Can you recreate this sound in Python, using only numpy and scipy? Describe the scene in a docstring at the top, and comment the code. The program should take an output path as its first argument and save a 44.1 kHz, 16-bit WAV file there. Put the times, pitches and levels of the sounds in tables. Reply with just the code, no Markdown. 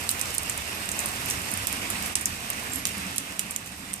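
"""Steady rain from a deck

Far drops on a lawn and woods merge into a hiss over a low rumble, perhaps distant traffic.
Near drops tick sharply on the deck, mostly to the right, each with a short spray; the hardest
ring briefly. A few thin, high pings sound. A limiter turns the sound down around the hardest ticks."""
import sys
import numpy as np
from scipy import signal
from scipy.fft import rfft, irfft
from scipy.io import wavfile
from scipy.ndimage import uniform_filter1d

SR = 44100
rng = np.random.default_rng(int(sys.argv[2]) if len(sys.argv) > 2 else 0)


def transcribe(signal):
    """Save signal, clipped to [-1, 1], as a 16-bit WAV file at the path in sys.argv[1]."""
    frames = np.atleast_2d(signal).T
    limited = np.clip(frames, -1, 1)
    pcm = np.round(limited * 32767).astype(np.int16)
    wavfile.write(sys.argv[1], SR, pcm)


N = 176400
TIME, HZ = np.arange(N) / SR, np.fft.rfftfreq(N, 1 / SR)

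# The tone of the hiss. Each row: frequency in Hz, left and right strength in dB.
HISS_TONE = [(30, -82, -102), (197, -75.5, -71), (395, -78, -72.5), (540, -74.5, -75), (724, -73.5, -70.5),
             (830, -74.5, -73), (1250, -74, -70.5), (1660, -72.5, -69.5), (1840, -74.5, -66.5),
             (2280, -75, -68), (2670, -74.5, -66), (2880, -80.5, -68), (3290, -74, -71.5), (4280, -78, -75),
             (5000, -75, -73), (6950, -77, -76.5), (8500, -83, -69), (9600, -83.5, -75.5),
             (13400, -85, -78), (15000, -96, -84)]
# How alike the hiss is on both sides. Each row: frequency in Hz, likeness (0-1), left lead in radians.
HISS_STEREO = [(100, 1, 0.87), (400, 0.81, 0.46), (750, 0.57, 0.72), (1056, 0.3, 1.03), (1600, 0.56, 3.6),
               (1940, 0.38, 4.2), (2450, 0.6, 6.8), (2810, 0.6, 7.15), (3280, 0.55, 9.1), (4160, 0.04, 12)]
# The rain swells and eases. Each row: time in seconds, then low, middle and treble change in dB.
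RAIN_LEVELS = [(0, 1.5, 0, -0.5), (.75, 0.9, 0.4, -1.8), (1.25, 2.6, 1.5, 1), (1.6, 1.6, 1.5, -0.2),
               (2.08, 2.5, 2, -0.5), (2.2, -2, -.5, -3.5), (2.6, -0.6, -0.5, -2.5), (3.12, -0.5, 0, -3),
               (3.22, -3, -2.5, -5), (3.5, -4, -5, -7), (3.7, -6.5, -7, -8), (4, -6.5, -8, -8.5)]
# The tone of the rumble. Each row: frequency in Hz, strength in dB.
RUMBLE_TONE = [(15, -88), (32, -90), (43, -64.5), (54, -80), (68, -62.5), (90, -63.5), (120, -66),
               (150, -73), (220, -68.5), (320, -78.5), (500, -88.5), (2000, -130)]
# Hums in the rumble. Each row: pitch in Hz, width in Hz.
HUMS = [(195, 35), (270, 58)]
# The low sounds over time. Each row: time in seconds, then rumble, lower hum and upper hum gain in dB.
RUMBLE_LEVELS = [(0, 0.5, -54, -68), (.75, 1, -59, -72), (.87, 0.5, -47, -57), (1.25, 2.5, -60, -56),
                 (1.7, 2, -52, -48), (2.05, 3, -45.5, -44), (2.2, 1.5, -48.5, -51), (2.66, -1.5, -47, -54),
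                 (2.74, .5, -48, -41), (2.88, 0, -46, -52), (3.12, 0, -44.5, -48), (3.25, -3, -47.5, -48),
                 (3.45, -6, -44, -57), (3.6, -3.5, -54, -53), (3.85, -4, -48, -50.5), (4, -5.5, -50.5, -63)]
# Loud drops. Each row: start in seconds, then level, body, treble and left-side gain in dB,
# ringing pitch in Hz, spray gain in dB.
LOUD_DROPS = [(.0905,-4.5,-12,-19,-3.5,8750,-25), (.1055,-16,-23,-11,0,8770,-18),
              (0.1127,-10,-23,-17,-15,8400,-24), (.193,-18,-16,-11,-4,8580,-16),
              (0.2127,-10,-25,-24,-7,7900,-23), (.341,-18,-23,-14,-7,9930,-16),
              (0.3482,-12,-19,-14,-8,8580,-22), (0.381,-5,-25,-26,-7,8600,-32),
              (.4319,-17.5,-18,-14,-5,8150,-28), (0.4965,-12.5,-26,-22,-3.5,7760,-21),
              (.576,-15,-17,-16,-7,8950,-28), (0.8897,-13.5,-13,-20,-6,8610,-26),
              (0.916,-13,-16,-16,-7,7700,-22), (0.9904,-13,-22,-21,0.5,7800,-26),
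              (1.0014,-17,-19,-14,-11,8390,-14.5), (1.0585,-11.5,-24,-18,-8,8970,-21),
              (1.0872,-19,-18,-17,-5,8800,-24), (1.2588,-16.5,-18,-20,-7.5,11500,-26),
              (1.286,-21,-21,-13,-6.5,8110,-28), (1.2995,-11,-23,-17,-9,8850,-19),
              (1.3085,-14,-18,-24,-3,6030,-19), (1.5153,-14,-25,-13,-9,9150,-30),
              (1.5378,-11,-25,-25,-12,8900,-30), (1.5738,-14,-18,-17,-9,9200,-26),
              (1.67,-2.5,-10,-13,-9,8700,-25), (1.7268,-12.5,-24,-23,-10,9300,-33),
              (1.902,-10.5,-28,-18,-8,9000,-21), (2.0239,-17.5,-12,-14,-5,8420,-18),
              (2.0582,-15.5,-8,-10,-6,9680,-14.5), (2.1535,11,-10.5,-24,-7,8500,-36.5),
              (2.2106,-14.5,-24,-17,-7.5,9240,-18.5), (2.256,-5,-25,-21,0.5,6400,-26),
              (2.5015,-11,-27,-17,-1.5,9100,-32), (2.7336,-13.5,-22,-18,-8,8550,-20),
              (2.758,-12,-33,-16,-11,9000,-24), (2.853,-3.5,-4,-17,-4.5,9300,-25.5),
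              (2.869,-10.5,-15,-13,-4.5,8200,-25), (3.1606,-17.5,-14,-13,-8.5,9810,-14.5),
              (3.181,-2.5,-20,-26,-7,9500,-33), (3.3928,-3.5,-16,-22,-11,8950,-26),
              (3.5086,-15,-32,-18,-6,9600,-20.5), (3.5613,-10,-23,-25,-5.5,7300,-28),
              (3.66,-24,-24,-13,-7.5,8620,-19), (3.9322,-18,-16,-22,-5,8500,-23),
              (3.9383,-11,-23,-18,-7,8800,-37)]
# The tone of a plain tick. Each row: frequency in Hz, left and right strength in dB.
TICK_TONE = [(300, -34, -33), (1500, -19, -17.5), (2960, -10, -7), (4530, -9.5, -13.5), (5630, 1, -10),
             (7500, 0.5, -1), (9030, -9, 0.5), (11500, -8.5, -2.5), (15200, -5, -7.5)]
# Notes of the spots hit hardest. Each row: start in seconds, pitch in Hz, level in dB,
# seconds to fade by 60 dB.
DECK_NOTES = [(.0905,8000,-7,0.013), (.0905,4200,-7,0.0071), (.0905,5470,-13,.006), (0.2136,7900,-11,.006),
              (0.212,5800,-13.5,0.0052), (0.3811,9100,-6,0.0098), (0.381,4400,-14,0.0055),
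              (.4967,8150,-15,0.013), (1.67,5200,-19,.006), (2.2559,7700,-11,0.011),
              (2.2563,11000,-3,0.0068), (2.256,5350,-8,0.0055), (2.853,2710,-18,0.0066),
              (2.854,4240,-18,0.0072), (2.853,6900,-5,0.0054), (3.3928,9100,-7,.006),
              (3.3946,3000,-18.5,0.0088)]
# High pings. Each row: start in seconds, pitch in Hz, level in dB, seconds to fade by 60 dB.
PING_NOTES = [(.745, 11500, -34, .17), (2.716, 7520, -26.5, 0.21), (2.743, 11500, -30, 0.14),
              (2.777, 11500, -30, 0.15)]

PLAIN_BODY_DB, PLAIN_TREBLE_DB = -20, -24  # these leave a tick's tone unchanged
ARRIVAL_S = .001 + np.array([[.000223], [0]])  # a drop reaches the left ear slightly later


def amp(db):
    """Turns decibels into a gain."""
    return 10 ** (np.asarray(db) / 20)


def left_gain(db):
    """Stereo gains that change only the left side."""
    return amp([[db], [0]])


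def unit(x, axis=None):
    """Scales a signal to an average power of 1."""
    return x / np.sqrt(np.mean(x ** 2, axis, keepdims=True) + 1e-20)


def spectrum(table, hz):
    """Joins a table's rows into curves over pitch."""
    row_hz, *columns = np.transpose(table)
    return np.array([np.interp(np.log(hz + 1), np.log(row_hz), c) for c in columns])


def curves(table):
    """Joins a table's rows into curves over time."""
    row_s, *columns = np.transpose(table)
    return np.array([np.interp(TIME, row_s, c) for c in columns])


def add(mix, start_s, sound):
    """Mixes in a stereo sound at its start time."""
    part = mix[:, max(round(start_s * SR), 0):]
    part[:, :sound.shape[1]] += sound[:, :part.shape[1]]


def decay(t, fade_s):
    """Starts suddenly at t = 0, then dies away."""
    return (t >= 0) * np.exp(-np.maximum(t, 0) / fade_s)


def bump(hz, centre_hz, width_hz):
    """A resonance: a hill of height 1 around one pitch."""
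    return 1 / (1 + ((hz - centre_hz) / width_hz) ** 2)


def noise(tone):
    """Noise with a given gain at each frequency."""
    return irfft(rfft(rng.standard_normal(N)) * tone, N)


def waver(depth_db, cutoff_hz):
    """A gain that wanders a little at random."""
    return amp(depth_db * unit(noise((HZ > 2) / (1 + (HZ / cutoff_hz) ** 2))))


def far_rain(patter_per_s=1200, patch_db=1.02, flicker_db=.46):
    """Countless far drops blur into a patchy hiss, with a dense patter of nearer ones."""
    grid = signal.stft(rng.standard_normal((2, N)), nperseg=512)[2]  # noise by side, pitch and time
    patches = uniform_filter1d(rng.standard_normal(grid.shape[1:]), size=9, axis=0)
    patches = unit(uniform_filter1d(patches, size=10, axis=1))
    flicker = unit(uniform_filter1d(rng.standard_normal(grid.shape[2]), size=3))
    grid *= amp(patch_db * patches + flicker_db * flicker)
    hiss = unit(signal.istft(grid, nperseg=512)[1][:, :N])
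    sizes = amp(2 * np.minimum(rng.exponential(1, (2, N)), 5)) * rng.choice([-1, 1], (2, N))
    patter = unit(sizes * (rng.random((2, N)) < patter_per_s / SR))
    right, unrelated = rfft(unit(hiss + amp(-7.5) * patter))
    likeness, lead = spectrum(HISS_STEREO, HZ)
    likeness = np.clip(likeness, 0, 1)
    left = likeness * np.exp(1j * lead) * right + np.sqrt(1 - likeness ** 2) * unrelated
    tone = amp(spectrum(HISS_TONE, HZ) + 1.3 * bump(HZ, centre_hz=2540, width_hz=78))
    both = np.array([left, right]) * tone * np.sqrt(SR / 2)
    low = 1 / (1 + (HZ / 1600) ** 6)
    treble = 1 - 1 / (1 + (HZ / 3500) ** 4)
    bands = low, 1 - low - treble, treble
    return sum(irfft(both * band, N) * amp(db) for band, db in zip(bands, curves(RAIN_LEVELS)))


def rumble():
    """A low, heaving rumble, perhaps traffic, with two fuzzy hums that swell and fade."""
    level_db, *hum_dbs = curves(RUMBLE_LEVELS)
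    out = amp(level_db) * noise(amp(spectrum(RUMBLE_TONE, HZ)[0])) * np.sqrt(SR / 2)
    for (hz, width), db in zip(HUMS, hum_dbs):
        band = 1 / np.sqrt(1 + ((HZ - hz) / width * 2) ** 4)
        out += amp(db) * unit(noise(band))
    return out * left_gain(-2.5) * waver(depth_db=1, cutoff_hz=20)


def drop(level_db, body_db, treble_db, left_db, ring_hz, spray_db, size=4096):
    """One drop hits: a sharp tick, its echo off the deck, and a short spray."""
    t = np.arange(size) / SR - ARRIVAL_S
    hz = np.fft.rfftfreq(size, 1 / SR)
    tick_noise, echo_noise, spray_noise = rng.standard_normal((3, 2, size))
    body, treble = spectrum([(4800, 1, 0), (7500, 0, 0), (9500, 0, 0), (12000, 0, 1)], hz)
    plain_db = spectrum(TICK_TONE, hz)
    own_db = body * (body_db - PLAIN_BODY_DB) + treble * (treble_db - PLAIN_TREBLE_DB)
    tick_tone = unit(amp(plain_db + own_db + 12.5 * bump(hz, ring_hz, width_hz=1220)), axis=1)
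    deck_db = 1.5 * bump(hz, centre_hz=8650, width_hz=520)  # the deck colours the spray
    spray_tone = unit(amp(plain_db + own_db / 2 - 4.5 * treble + deck_db), axis=1)
    strike = decay(t, fade_s=.00035)
    tick = irfft(rfft(tick_noise * strike) * tick_tone)
    tick *= np.linalg.norm(strike[1]) / np.linalg.norm(tick, axis=1, keepdims=True)  # set its energy
    echo = amp(-12.5) * irfft(rfft(echo_noise * decay(t - .0021, fade_s=.0007)) * tick_tone)
    spray = amp(spray_db) * irfft(rfft(spray_noise * decay(t, fade_s=.02)) * spray_tone)
    return amp(level_db + 4.5) * left_gain(left_db) * (tick + echo + spray)


def near_drops(small_per_s=64):
    """Loud drops hit the deck, and small ones fall at random among them."""
    out = np.zeros((2, N))
    for start_s, *row in LOUD_DROPS:
        add(out, start_s, drop(*row))
    rain_treble_db = curves(RAIN_LEVELS)[2]
    for at in np.flatnonzero(rng.random(N) < small_per_s / SR):
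        db = -32.5 + rain_treble_db[at] + 4 * min(rng.exponential(), 3)
        body, treble, left = rng.normal(0, 3, 3)
        small = drop(db, PLAIN_BODY_DB + body, PLAIN_TREBLE_DB + treble, left - 6,
                     ring_hz=rng.uniform(6400, 11500), spray_db=-28)
        add(out, at / SR, small)
    return out


def deck_rings():
    """A hard drop makes the spot it hits ring for a moment."""
    out = np.zeros((2, N))
    t = TIME[:SR // 20] - ARRIVAL_S
    for start_s, hz, db, ring_s in DECK_NOTES:
        ring = amp(db) * decay(t, ring_s / np.log(1000)) * np.sin(2 * np.pi * hz * t)
        add(out, start_s, ring * left_gain(-16))
    return out


def pings(rise_s=.003):
    """Thin, high notes, perhaps drops on a piece of metal."""
    out = np.zeros((2, N))
    t = TIME[:SR // 4]
    for start_s, hz, db, ring_s in PING_NOTES:
        loudness = amp(db) * np.minimum(t / rise_s, 1) * decay(t, ring_s / np.log(1000))
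        add(out, start_s, loudness * np.sin(2 * np.pi * hz * t) * left_gain(-15))
    return out


def scene():
    """Far rain and rumble waver behind the near drops, rings and pings."""
    background = (far_rain() + rumble()) * waver(depth_db=.6, cutoff_hz=12)
    return background + near_drops() + deck_rings() + pings()


def record(dry, limit_db=-4.5, look_ahead_s=.016, recover_s=.0023):
    """A limiter dips the level around the hardest ticks; then the highest treble is cut."""
    power = abs(uniform_filter1d((dry ** 2).max(0), size=16))
    peak_db = 10 * np.log10(2 * power + 1e-12)
    log_excess = np.log(np.maximum(peak_db - limit_db, 0) + 1e-9)
    # Each dip eases in before its peak and lets go quickly after it.
    before = np.maximum.accumulate((log_excess - TIME / look_ahead_s)[::-1])[::-1] + TIME / look_ahead_s
    after = np.maximum.accumulate(log_excess + TIME / recover_s) - TIME / recover_s
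    dip_db = np.exp(np.maximum(before, after))
    limited = np.clip(dry / amp(dip_db), -1, 1)
    treble_cut = signal.firwin(301, cutoff=14900, window=("kaiser", 8), fs=SR)
    return signal.oaconvolve(limited, treble_cut[None], "same")


dry = scene()
out = record(dry)
transcribe(out)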